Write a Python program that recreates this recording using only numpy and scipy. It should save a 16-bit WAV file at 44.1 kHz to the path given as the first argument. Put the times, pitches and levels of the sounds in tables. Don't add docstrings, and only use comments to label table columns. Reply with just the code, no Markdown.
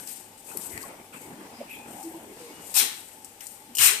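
import sys
import numpy as np
from scipy import signal
from scipy.fft import rfft, irfft
from scipy.io import wavfile
from scipy.ndimage import uniform_filter1d

SR = 44100
rng = np.random.default_rng(int(sys.argv[2]) if len(sys.argv) > 2 else 0)


def rack_gain(trim_db):
    fader = np.asarray(trim_db, float)
    return 10 ** (fader / 20)


def to_wav(s):
    ch = np.atleast_2d(s).T
    pcm = np.round(np.clip(ch, -1, 1) * 32767)
    wavfile.write(sys.argv[1], SR, pcm.astype(np.int16))


N = 176400

# f/Hz, level per Hz/dB
JET = [(2500, -3.5), (3600, -20), (4400, 0.5), (5400, 0.5), (6800, 0), (8600, 7), (10400, -1.5), (14500, 2)]
# f/Hz, level per Hz/dB
BODY = [(90, -15), (500, -34), (800, -14), (1100, -7.5), (1600, -2), (2500, 3), (3200, 0), (4200, 2)]


def evened(x):
    return x / np.sqrt(np.mean(x ** 2) + 1e-20)


def drifting(x, bands, frames):
    x = uniform_filter1d(x, size=bands, axis=0)
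    return evened(uniform_filter1d(x, size=frames, axis=1))


def read(points, hz):
    f, value = np.transpose(points)
    return np.interp(np.log(hz + 1), np.log(f + 1), value)


def paint(x, colour):
    hz = np.fft.rfftfreq(N, 1 / SR)
    edge = np.transpose(colour)[0]
    inside = (hz > edge[0]) * (hz < edge[-1])
    return evened(irfft(rfft(x) * rack_gain(read(colour, hz)) * inside, N))


def noise(colour, patchy_db=-1.0, flicker_db=0.5):
    # f/Hz, likeness [0-1]
    likeness = [(60, 0.89), (200, 1), (550, 0.78), (1300, 0.29), (4000, 0.14), (15000, 0.074)]
    frames, hz = N // 256 + 3, np.fft.rfftfreq(512, 1 / SR)
    a, b, c, d, patches = rng.standard_normal((frames, 257, 5)).T
    flicker = drifting(patches, 120, 2)
    patches = drifting(patches, 5, 12)
    same = np.clip(read(likeness, hz), -1, 1)[:, None]
    left = a + 1j * b
    right = same * left + np.sqrt(1 - same ** 2) * (c + 1j * d)
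    z = np.array([left, right]) * rack_gain(patchy_db * patches + flicker_db * flicker)
    return paint(signal.istft(z, window="cosine", nperseg=512)[1][:, :N], colour)


def resonate(x, hz, width):
    r = np.exp(-np.pi * width / SR)
    return signal.lfilter([1 - r, 0, r - 1], [1, -2 * r * np.cos(2 * np.pi * hz / SR), r * r], x)


def air():
    # valve opens t/s, rise t/s, valve shuts t/s, jet level/dB, cylinder body level/dB
    bursts = [
        (2.74, 0.049, 2.798, -20.5, -31),
        (3.7815, 0.046, 3.87, -19.5, -25.5),
    ]
    turbulence_db, shut_s = 1.35, 0.037
    t, out = np.arange(N) / SR, np.zeros((2, N))
    jet, body = noise(JET, 1.5, turbulence_db), noise(BODY, 2.5, turbulence_db)
    for opens, rise, shuts, jet_db, body_db in bursts:
        # sound, level/dB, lag/s, level at the opening step/dB
        for sound, db, lag, start_db in ((jet, jet_db, 0, -11.5), (body, body_db, 0.012, -17.5)):
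            u = t - opens
            swell = start_db * (1 - np.clip(u / (rise + lag), 0, 1)) ** 2
            swell = swell - 20 * np.maximum(t - shuts - lag, 0) / shut_s
            out += sound * rack_gain(db + np.maximum(swell, -150)) * np.clip(u / 0.0018, 0, 1)
    return out


def valve():
    # t/s, ring level/dB, puff level/dB, puff 60 dB decay t/s
    knocks = [
        (3.7507, -28, -30, 0.075),
        (3.756, -42, -41, 0.033),
        (3.7695, -24, -32, .06),
        (3.7745, -38, -35, .04),
        (3.7838, -17.5, -21.5, 0.038),
        (3.79, -18, -36, .02),
    ]
    # f/Hz, level/dB, 60 dB decay t/s
    spool = [(2930, -3, .016), (4100, -10, .012), (5300, -7, .018), (6950, -3, .018), (8300, -4, .015),
             (13600, -6, .02)]
    out, t = np.zeros((2, N)), np.arange(4000) / SR
    spurts = noise(JET, 1.2, 2.9)
    ring = sum(rack_gain(db - 60 * t / t60) * np.sin(2 * np.pi * hz * t) for hz, db, t60 in spool)
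    for s, ring_db, puff_db, t60 in knocks:
        at = round(s * SR)
        puff = spurts[:, at:at + 4000] * rack_gain(puff_db - 60 * t / t60)
        out[:, at:at + 4000] += (rack_gain(ring_db) * ring + puff) * np.minimum(t / 0.00067, 1)
    return out


def clicks():
    # t/s, ring level/dB, ring f/Hz, puff level/dB, puff 60 dB decay t/s
    taps = [(.0735, -32, 7900, -35, 0.042), (.3775, -46, 8700, -59, .05), (0.571, -22, 10640, -50, 0.046),
            (.573, -22, 11400, -35.5, 0.047), (0.776, -31, 1900, -33, 0.0095), (.777, -39, 4680, -60, .01),
            (0.571, -40, 4560, -60, .01), (0.5732, -41, 1990, -60, .01), (0.7762, -40, 8700, -37, 0.0073),
            (0.818, -38, 9250, -35, 0.015), (0.829, -37, 4700, -46, .015), (1.135, -49, 2640, -61.5, .05),
            (1.694, -46, 2500, -50, 0.031), (2.029, -46, 8400, -43.5, 0.15),
            (3.2459, -31, 7940, -44, 0.073), (3.4065, -41, 2940, -38, 0.061),
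            (3.4682, -29.5, 7200, -41, 0.056)]
    cycles, shortest_s = 1.3, .0003
    overtone, overtone_db = 1.2, -8
    out, t = np.zeros((2, N + 4000)), np.arange(4000) / SR
    puffs = noise(JET, 0.4, 2.0)
    for s, ring_db, hz, puff_db, t60 in taps:
        at, u = round(s * SR), t / (shortest_s + cycles / hz)
        ring = np.sin(2 * np.pi * hz * t)
        for k in (overtone, overtone ** -2):
            ring = ring + rack_gain(overtone_db) * k * k * np.sin(2 * np.pi * hz * k * t)
        hiss = puffs[:, at - 2000:at + 2000] * rack_gain(puff_db - 60 * t / t60) * np.minimum(u, 1)
        out[:, at:at + 4000] += rack_gain(ring_db) * u * np.exp(1 - u) * ring + hiss
    return out[:, :N]


def rumble():
    # t/s, level/dB
    drag = [(0, -52.5), (.15, -57.5), (.43, -66.5), (.5, -52.5), (.65, -49.5), (.95, -48), (1.08, -56.5),
            (1.2, -50.5), (1.55, -51), (1.75, -54.5), (2.0, -49), (2.3, -51.5), (2.7, -54.5), (2.9, -56.5),
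            (3.45, -66), (3.55, -63), (3.75, -57), (4, -50.5)]
    # f/Hz, level per Hz/dB
    rumble_colour = [(20, -16.5), (120, -7), (240, 4.5), (600, -1.5), (910, -1.5), (1300, -8.5),
                     (2200, -10), (3600, -21)]
    s, db = np.transpose(drag)
    strength = rack_gain(np.interp(np.arange(N) / SR, s, db, -120, -120))
    return strength * noise(rumble_colour, 2.9, 1.6)


def scuffs():
    # start t/s, length t/s, level/dB, f/Hz, width f/Hz
    slips = [(0.48, 0.046, -51.5, 2500, 250), (0.51, 0.028, -50.5, 1440, 190),
             (0.55, 0.015, -41.5, 380, 250), (0.69, 0.21, -48, 2030, 390), (0.826, 0.033, -43.5, 1060, 130),
             (1.121, 0.069, -48, 2500, 770), (1.127, 0.041, -48, 1440, 690), (0.637, 0.19, -53.5, 98, 63),
             (0.596, 0.36, -51.5, 280, 220), (1.6, 0.036, -39.5, 563, 180), (1.661, 0.16, -43.5, 2500, 320),
             (1.72, 0.089, -54, 3200, 440), (1.583, 0.066, -52.5, 2440, 700),
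             (1.203, 0.095, -54, 2200, 120), (1.69, 0.077, -47.5, 11900, 1700),
             (1.932, 0.17, -46, 790, 150), (2.262, 0.09, -47, 370, 150), (1.734, 0.21, -51.5, 827, 104),
             (2.737, 0.13, -42.5, 816, 170), (2.786, 0.086, -46, 375, 180), (2.75, 0.044, -36.5, 2470, 400),
             (2.745, 0.067, -40, 1010, 160), (3.4, 0.048, -49.5, 1800, 1900),
             (3.785, 0.032, -30, 2530, 1100), (1.52, 0.12, -56, 4960, 120), (4.8, .06, -57.5, 1100, 800),
             (3.664, 0.085, -51.5, 232, 43), (3.792, 0.031, -47.5, 117, 30), (3.797, 0.19, -48.5, 420, 56)]
    out, white = np.zeros((2, N)), noise([(40, 0), (14000, 0)], 2.7, 0.43)
    for s, length, db, hz, width in slips:
        at, size = round(s * SR), round(length * 2 * SR)
        sound = white[:, max(at - 6000, 0):at + size]
        sound = resonate(resonate(sound, hz, width), hz, width)[:, 6000:]
        u = np.arange(sound.shape[1]) / SR / length
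        shape = np.minimum(u / 0.33, 1) * rack_gain(-11.5 * u ** 2)
        out[:, at:at + size] += rack_gain(db) * shape * evened(sound)
    return out


def squeals():
    # start t/s, length t/s, level/dB, first f/Hz, last f/Hz
    tones = [
        (2.495, .16, -61, 2895, 2882),
        (2.035, .06, -39, 333, 327),
        (2.14, .035, -42, 337, 331),
        (1.7, .11, -54, 2560, 2490),
        (2.48, .05, -60, 2200, 2185),
        (2.39, .08, -49, 500, 470),
        (1.585, .03, -45, 225, 250),
    ]
    waver, wobble_db = .004, 1.2
    out = np.zeros(N)
    drift = uniform_filter1d(rng.standard_normal((2, N)), size=500)
    drift = evened(uniform_filter1d(drift, size=500))
    for s, length, db, first_hz, last_hz in tones:
        at, u = round(s * SR), np.arange(round(1.4 * length * SR)) / SR / length
        pitch, wobble = drift[:, at:at + len(u)]
        hz = (first_hz + (last_hz - first_hz) * u) * (1 + waver * pitch)
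        shape = np.clip(np.minimum(u / .25, (1.4 - u) / .5), 0, 1)
        tone = np.sin(2 * np.pi * np.cumsum(hz) / SR)
        out[at:at + len(u)] += rack_gain(db + 1.5 + wobble_db * wobble) * shape * tone
    return out


def film():
    # start t/s, length t/s, level/dB, share near the open port [0-1]
    strokes = [(-.04, 0.087, -42, .9), (0.059, 0.11, -39, .8), (0.371, 0.045, -50.5, 1.0),
               (0.43, 0.21, -44.5, 1.1), (0.581, 0.15, -42.5, 1.1), (0.8, 0.054, -50, 1.1),
               (1.117, 0.085, -50, 1.1), (1.203, 0.073, -50, .9), (1.38, 0.27, -59, 0),
               (1.69, 0.11, -53, 1.1), (1.861, 0.25, -46.5, .9), (2.308, 0.32, -49, .5),
               (2.592, 0.37, -44, .9), (3.391, 0.14, -46.5, 0.9)]
    # f/Hz, level per Hz/dB
    rustle_colour = [(1500, -43), (2500, -10), (4300, -9.5), (6300, -4), (8400, 8.5), (10200, -1),
                     (13000, 4.5), (14500, -11)]
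    t, rustle = np.arange(N) / SR, noise(rustle_colour, 1.5, 1.8)
    near, far = np.zeros(N), np.zeros(N)
    for s, length, db, share in strokes:
        u = np.maximum(t - s, 0) / length
        shape = np.minimum(u / 0.3, 1) * rack_gain(db - 4.5 * np.minimum(u, 4) ** 2)
        near += np.clip(share, 0, 1) * shape
        far += np.clip(1 - share, 0, 1) * shape
    dull = noise(BODY[4:] + [(7000, 0.0), (14000, -13)])
    return ports(near * rustle, 1.34, lag=0) + ports(far * dull, 0.47)


def machine():
    # f/Hz, level per Hz/dB
    hum = [(20, -8), (60, -7), (120, -8.5), (240, -2), (500, -3.5), (950, -9), (1200, -32), (2000, -48)]
    leak = [(1000, -5.5), (1900, -2), (2530, -1.5), (4000, -5), (6500, -4.5), (8600, 1.5), (10400, -4),
            (14500, -3.5)]
    # f/Hz, width f/Hz, level/dB
    motor_bands = [(800, 49, -65), (864.7, 57, -63.5), (99, 8, -75), (2960, 12, -78)]
    white = noise([(20, 0), (4000, 0)], 0.63, 0.99)
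    motor = sum(rack_gain(db) * evened(resonate(resonate(white, f, w), f, w)) for f, w, db in motor_bands)
    return rack_gain(-62.5) * noise(hum, 0.73, 0.87) + motor + rack_gain(-55.5) * noise(leak, 1.0, 0.51)


def shop(x):
    # f/Hz, 60 dB decay t/s
    decay = [(500, 0.17), (1500, 0.56), (4000, 0.49), (12000, 0.27)]
    hz, t, z = signal.stft(x[0], SR, nperseg=256, noverlap=192)
    power = uniform_filter1d(abs(z) ** 2, size=5, axis=0)
    lingers = rack_gain(-120 * 64 / SR / read(decay, hz))
    tail = np.array([signal.lfilter([0, 1 - k], [1, -k], p) for k, p in zip(lingers, power)])
    a, b = rng.standard_normal((2, 2) + z.shape)
    z = np.sqrt(abs(tail)) * (a + 1j * b)
    return signal.istft(z, SR, nperseg=256, noverlap=192)[1][:, :N]


def notched(x):
    # f/Hz, width f/Hz, level/dB
    notches = [(3620, 60, -11), (4480, 50, -15), (4760, 60, -17)]
    f = np.fft.rfftfreq(N, 1 / SR)
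    dips = sum(db * np.exp(-((f - hz) / width) ** 2) for hz, width, db in notches)
    return irfft(rfft(x) * rack_gain(dips), N)


def ports(x, lean, lag=1):
    # f/Hz, left minus right level/dB
    tilt = [(300, 1.5), (700, -2), (1400, 5), (3500, 4.5), (6000, 7.5), (8600, 22), (10400, 18.5),
            (14000, 19)]
    # f/Hz, left minus right phase [radians]
    port_phase = [(900, 0), (1640, -2.5), (3270, -6.5), (6300, -15), (14000, -33)]
    hz = np.fft.rfftfreq(N, 1 / SR)
    db, turned = lean * read(tilt, hz) / 2, np.exp(.5j * lag * read(port_phase, hz))
    gain = rack_gain(np.array([db, -db]))
    gain = gain * np.sqrt(4 / (gain ** 2).sum(0))
    return irfft(rfft(x) * gain * np.array([turned, 1 / turned]), N)


def scene():
    hiss, knocks = air(), clicks() + valve()
    tyre = rumble() + scuffs() + squeals()
    echo = rack_gain(2) * ports(shop(hiss + .5 * knocks), 0.83)
    return notched(ports(hiss + knocks, 1.0) + echo) + film() + ports(tyre + machine(), 0.77)


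def top_cut(x):
    return signal.sosfilt(signal.butter(12, 15540, fs=SR, output="sos"), x)


def record(dry):
    mix = dry / (1 + abs(1.15 * dry) ** 4) ** .25
    return top_cut(mix)


dry = scene()
out = record(dry)
to_wav(out)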